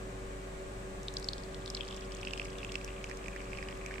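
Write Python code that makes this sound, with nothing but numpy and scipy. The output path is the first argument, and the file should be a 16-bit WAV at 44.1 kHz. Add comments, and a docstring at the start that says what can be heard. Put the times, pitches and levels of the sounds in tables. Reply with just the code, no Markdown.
"""A rotary pump hums over a soft rush, close by in a quiet room. After a second, espresso trickles
from the portafilter into a china cup. The stream traps tiny bubbles in the pool, and their plinks fall
in pitch as the cup fills and the crema thickens. Droplets tick, the crema fizzes, and each plink
bounces off the cup's wall and the underside of the machine."""
import sys
import numpy as np
from scipy import signal
from scipy.fft import rfft, irfft
from scipy.io import wavfile
from scipy.ndimage import uniform_filter1d

SR = 44100
rng = np.random.default_rng(int(sys.argv[2]) if len(sys.argv) > 2 else 0)


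def output_pcm(signal):
    """Save a mono or channel-first signal as 16-bit PCM at the path in sys.argv[1].

    Samples are clipped to [-1, 1] before scaling.
    """
    pcm = np.clip(np.atleast_2d(signal).T, -1, 1) * 32767
    wavfile.write(sys.argv[1], SR, np.round(pcm).astype(np.int16))


N = 176400

BUBBLE_TRIM_DB, SPLASH_TRIM_DB, SPLASH_DECAY_S = -2, 9.5, .0023
# EQ of splashes and fizz: f/Hz, gain/dB
SPLASH_EQ = [(1200, -34), (2600, -14), (3900, 4), (5200, 10.5), (6400, -1), (8000, 1), (10000, -17.5),
             (15000, -29)]
# Plink cues, levels before trim and EQ: t/s, level/dB, starting f/Hz, left-right/dB, splash level/dB
PLINK_CUES = [(1.082, -23.5, 3660, 1, -43), (1.1677, -20.5, 4430, 0, -38), (1.2256, -37, 4440, 0, -46),
              (1.2428, -30.5, 5060, 4, -44), (1.286, -19, 4150, -0.5, -38), (1.3323, -25.5, 4250, -3, -41),
              (1.3801, -41.5, 3620, 1.5, -45), (1.4346, -37.5, 4800, 1.5, -50),
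              (1.544, -35.5, 3400, 3, -43.5), (1.6589, -30.5, 4100, 1.5, -45),
              (1.6763, -31.5, 3780, 4, -44), (1.7007, -31, 5140, -4, -39), (1.7476, -22, 4620, 2.5, -35.5),
              (1.7676, -30, 4100, -1.5, -46), (1.773, -31, 3170, -1.0, -51), (1.8068, -25.5, 3070, 6, -48),
              (1.8136, -33, 3020, -2, -57), (1.8312, -35, 3070, 2.5, -52), (1.8784, -35, 4200, 0.5, -43),
              (1.8854, -37, 3230, 2.0, -47), (1.9087, -33, 3270, -0.5, -48), (1.925, -33, 3330, -2, -52),
              (1.944, -40, 3290, 2.0, -46), (2.1196, -39, 3040, 4, -45), (2.148, -31.5, 6700, 15, -51),
              (2.23, -29, 2680, -5.0, -55), (2.249, -35, 2770, -4, -42), (2.2712, -25, 2620, -4, -48),
              (2.2838, -31, 2580, -8, -55), (2.3076, -32.5, 3170, 2, -46), (2.3338, -26.5, 2580, -5, -37.5),
              (2.3751, -32, 2770, 1, -41.5), (2.396, -22, 2600, -8, -47), (2.4157, -28.5, 2520, -6, -51),
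              (2.4543, -36, 2040, -6, -48), (2.584, -36, 3230, 0.0, -50), (2.63, -29.5, 2540, -6, -53),
              (2.6465, -27.5, 2670, -1, -54), (2.7186, -34, 3060, 1.0, -41.5),
              (2.7412, -38, 2570, 0.0, -41), (2.7541, -21, 2680, -3.5, -37), (2.812, -36, 2550, -7, -50.5),
              (2.8767, -37, 2600, -6, -49), (3.041, -27.5, 2540, -5, -46), (3.0963, -38.5, 1870, 0.5, -48),
              (3.112, -29, 2040, -9, -47), (3.17, -46, 2570, -2, -48), (3.241, -37, 2600, -6, -51),
              (3.2585, -34, 2500, -8, -57), (3.2816, -28, 2210, -9, -59), (3.3612, -30, 1880, -5, -54),
              (3.4035, -34, 2380, -6, -64), (3.5308, -29, 2430, -9, -53), (3.549, -36, 2640, -6, -57),
              (3.5718, -36, 2600, -3.5, -48), (3.585, -32, 2400, -14, -55), (3.6262, -28.5, 2220, -11, -49),
              (3.6852, -31, 2550, -2.5, -46), (3.8606, -31.5, 2350, -6, -52),
              (3.9091, -29.5, 1870, -9, -55), (3.9177, -33.5, 1840, -7, -55), (3.939, -31, 2380, -13, -52),
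              (3.957, -32, 1990, -9, -56), (3.9809, -30, 2210, -11, -56)]


def plinks():
    """Up front: each drop splashes into the pool and traps a bubble that rings clearly."""
    rings, spatter = np.zeros((2, 2, N))
    for cue_s, db, hz, pan, splash_db in PLINK_CUES:
        start = cue_s + .0008  # each splash and its plink sound together, just after the cue time
        add(rings, start, undb(db + BUBBLE_TRIM_DB) * sides(pan) * bubble(start, hz))
        add(spatter, start, undb(splash_db + SPLASH_TRIM_DB) * splash(SPLASH_DECAY_S))
    return rings + colour(spatter, *np.array(SPLASH_EQ).T)


def bubble(start, hz, clear_cycles=.92, crema_cycles=.63, rise_per_s=11.5):
    """Trapped air rings for a few cycles, bending upward; thickening crema damps it sooner."""
    t = np.arange(700) / SR
    decay = np.interp(start, [1, N / SR], [clear_cycles, crema_cycles]) / hz

    def ring(age):
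        envelope = (age / decay / 2) ** 2 * np.exp(2 - age / decay)
        return envelope * np.sin(2 * np.pi * hz * age * (1 + rise_per_s * age / 2))

    wall = echoes(decay_s=.0014, delay_s=.0006, size=500)
    cup_echo = signal.fftconvolve(wall, ring(t)[None], axes=1)[:, :len(t)]
    underside_delay_s = np.array([[.001173], [.001223]])  # later on the right
    machine_echo = ring(np.maximum(t - underside_delay_s, 0))
    return ring(t) + undb(-1) * cup_echo + undb(-13.5) * machine_echo


def splash(decay_s):
    """A spatter of liquid: a noise burst with a hard attack."""
    t = np.arange(400) / SR
    return rng.standard_normal((2, len(t))) * np.exp(-t / decay_s) / 2


# Bright EQ of the ticks: f/Hz, gain/dB
TICK_EQ = [(1200, -22), (3000, -18), (5500, 9), (7300, 11), (8000, 4), (9000, 5), (10500, -4), (15000, -13)]
# Tick cues, level before trim and EQ: t/s, level/dB
TICK_CUES = [(1.0306, -41), (1.1383, -37.5), (1.1832, -39), (1.1967, -36), (1.2426, -38.5), (1.7005, -34),
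             (1.9644, -39.5), (2.148, -44), (2.4508, -38.5), (2.5825, -42), (2.6459, -42), (2.7197, -39),
             (2.8449, -34), (3.041, -40), (3.0954, -43), (3.1712, -42), (3.2819, -39.5), (3.3613, -43.5),
             (3.7733, -42), (3.8606, -37)]


def droplet_ticks(trim_db=3.5, lag_s=.0012):
    """Droplets land with a short, crisp tick."""
    ticks = np.zeros((2, N))
    for start, db in TICK_CUES:
        add(ticks, start + lag_s, undb(db + trim_db) * splash(decay_s=.001))
    return colour(ticks, *np.array(TICK_EQ).T)


# Trickle automation: t/s, typical bubble f/Hz, bubble level/dB, spray level before EQ/dB
TRICKLE_CURVES = [(0.9, 4300, -68, -68), (1.15, 4260, -52, -56), (1.55, 3730, -55, -60),
                  (1.85, 3180, -46, -45.5), (2.1, 3000, -50.5, -48), (2.35, 2850, -44.5, -46),
                  (2.9, 2550, -47, -53), (3.3, 2400, -47, -54), (4.0, 2250, -44, -54)]


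def trickle(bubbles_per_s=110, fizz_per_s=90):
    """The thin stream stirs the air in the cup and sheds faint bubbles; spray and bursting crema fizz."""
    times, pitch, level, spray = np.array(TRICKLE_CURVES).T
    rings, fizz = np.zeros((2, 2, N))
    air_db = np.interp(np.arange(N) / SR, times, level) - 13.5
    cup_air = resonance(hz=1142, width_hz=230) * undb(air_db)
    pour_s = N / SR - 1
    for start in rng.uniform(1, N / SR, int(pour_s * bubbles_per_s)):
        accent, detune, pan = np.clip(rng.standard_normal(3), -2, 2)
        hz = np.interp(start, times, pitch) * np.exp(.098 * detune)
        db = np.interp(start, times, level) + 3 * accent
        add(rings, start, undb(db) * sides(2 * pan - 1) * bubble(start, hz))
    for start in rng.uniform(1, N / SR, int(pour_s * fizz_per_s)):
        db = np.interp(start, times, spray) + 6 * rng.standard_normal()
        add(fizz, start, undb(db) * splash(SPLASH_DECAY_S))
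    return rings + cup_air + colour(fizz, *np.array(SPLASH_EQ).T)


# Pump partials, keyed by multiple of the shaft rate: RMS level before trim/dB, left-right/dB
PUMP_PARTIALS = {8: (-62, 2), 12: (-60, -1), 16: (-51.5, -2), 17: (-67, -3), 19: (-70, -4), 20: (-63, -4),
                 21: (-71, -1), 22: (-71, -8), 24: (-56.5, 9), 28: (-67, -5), 30: (-72, 5), 34: (-72, -4),
                 36: (-71, 4), 45: (-68, 4), 46: (-70, 12), 47: (-72, -2), 48: (-68, -3), 49: (-72, 13),
                 51: (-70, 9), 52: (-69, -7), 60: (-68.5, 7), 64: (-70, 2), 68: (-66, 3), 72: (-67, 6),
                 80: (-70, -3), 84: (-73, -1), 96: (-70, 8), 104: (-72, 12)}


def pump(shaft_hz=23.735, speed_drift=.00048, trim_db=1, in_phase_below_hz=380):
    """The rotary pump drones on harmonics of its shaft; higher ones flutter more and spread wider."""
    shaft_angle = 2 * np.pi * np.cumsum(shaft_hz * (1 + speed_drift * walk(1.48))) / SR
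    drone = np.zeros((2, N))
    for multiple, (db, pan) in PUMP_PARTIALS.items():
        hz = multiple * shaft_hz
        phase = multiple * shaft_angle + rng.uniform(0, 2 * np.pi)
        spread_rad = 1.97 * np.clip(hz / in_phase_below_hz - 1, 0, 1) * rng.choice([-1, 1])
        flutter = 1 + (.091 + .13 * hz / 1000) * walk(24)
        drone += undb(db + trim_db) * sides(pan) * flutter * np.sin([phase, phase + spread_rad])
    return np.sqrt(2) * drone


def motor(hz=48.13, rms_db=-47.5):
    """The motor lays a low, wavering hum under the pump."""
    t = np.arange(N) / SR
    waver = 1 + .11 * walk(12)
    return np.sqrt(2) * undb(rms_db) * sides(.62) * waver * np.sin(2 * np.pi * hz * t)


def water_flow(start_db=-58, fade_db_per_s=4):
    """Water rushes through the group head, quieter as pressure builds."""
    return resonance(hz=610, width_hz=200) * undb(start_db - fade_db_per_s * np.arange(N) / SR)


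# Noise bed, levels in a 1 Hz band: f/Hz, mid level/dB, side level/dB
BED_SPECTRUM = [(14, -74, -70), (65, -75, -91), (85, -80, -114), (109, -69, -92.5), (148, -75.5, -92),
                (205, -73.5, -88), (236, -78.5, -94), (390, -80.5, -83.5), (480, -79.5, -81),
                (690, -84, -83.5), (975, -88.5, -86.5), (1160, -89.5, -91.5), (1440, -93, -86),
                (1770, -90, -96), (2240, -91.5, -92.5), (3040, -96.5, -96), (4080, -99, -99),
                (4950, -102, -103), (6300, -100, -102), (7680, -98, -95.5), (7830, -94, -92.5),
                (8280, -100, -99), (9300, -104, -104), (10280, -114, -114), (14900, -116, -116)]


def noise_bed():
    """The steady rush of machine and room, centred in the bass and wide above."""
    hz, mid_db, side_db = np.array(BED_SPECTRUM).T
    mid, side = rng.standard_normal((2, N)) * np.sqrt(SR / 2)
    return colour(mid, hz, mid_db) + colour(side, hz, side_db) * np.array([[1], [-1]])


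def undb(db):
    """Decibels to gain."""
    return 10 ** (np.asarray(db) / 20)


def sides(db):
    """Constant-power pan gains for a left-right level difference."""
    gains = undb(np.array([[db], [-db]]) / 2)
    return gains / np.sqrt(np.mean(gains ** 2))


def colour(x, hz, db):
    """EQ by a curve of dB over log frequency."""
    f = np.maximum(np.fft.rfftfreq(N, 1 / SR), 1)
    return irfft(rfft(x) * undb(np.interp(np.log(f), np.log(hz), db)), N)


def walk(rate_hz):
    """Smooth random modulation with a spread near 1."""
    hold = int(SR / rate_hz)
    steps = np.repeat(rng.standard_normal(N // hold + 1), hold)
    return 1.3 * uniform_filter1d(steps, hold)[:N]


def add(track, start, sound):
    """Drop a short stereo sound onto a track at a time in seconds."""
    i = int(np.clip(start * SR, 0, N - 1))
    track[:, i:i + sound.shape[1]] += sound[:, :N - i]


def echoes(decay_s, delay_s, size):
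    """Dense fading reflections of unit energy, different on each side."""
    t = np.arange(size) / SR
    tail = rng.standard_normal((2, size)) * np.exp(-t / decay_s) * (t > delay_s)
    return tail / np.sqrt(np.sum(tail ** 2, axis=1, keepdims=True))


def resonance(hz, width_hz):
    """Noise rung twice through one resonant peak, at unit level."""
    b, a = signal.iirpeak(hz, hz / width_hz, fs=SR)
    band = signal.lfilter(b, a, signal.lfilter(b, a, rng.standard_normal((2, N))))
    return band / band.std()


def scene(reverb_db=-17.5):
    """Coffee in the cup with a touch of room, over the running machine."""
    background = pump() + motor() + noise_bed() + water_flow()
    room = echoes(decay_s=.05, delay_s=.001, size=10000)
    coffee = plinks() + droplet_ticks() + trickle()
    reverb = signal.fftconvolve(coffee, room, axes=1)[:, :N]
    return coffee + undb(reverb_db) * reverb + background


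# Treble tilt between the microphones: f/Hz, left-right/dB
MIC_TILT = [(9000, 0), (12000, 3)]


def record(dry, low_cut_hz=12, high_cut_hz=15300):
    """A microphone pair, brighter on the left, with a rumble filter and a steep high cut."""
    hz, db = np.array(MIC_TILT).T
    mics = np.array([colour(dry[0], hz, db / 2), colour(dry[1], hz, -db / 2)])
    mics = signal.sosfilt(signal.butter(2, low_cut_hz, "hp", fs=SR, output="sos"), mics)
    return signal.sosfilt(signal.ellip(10, .2, 70, high_cut_hz, fs=SR, output="sos"), mics)


dry = scene()
out = record(dry)
output_pcm(out)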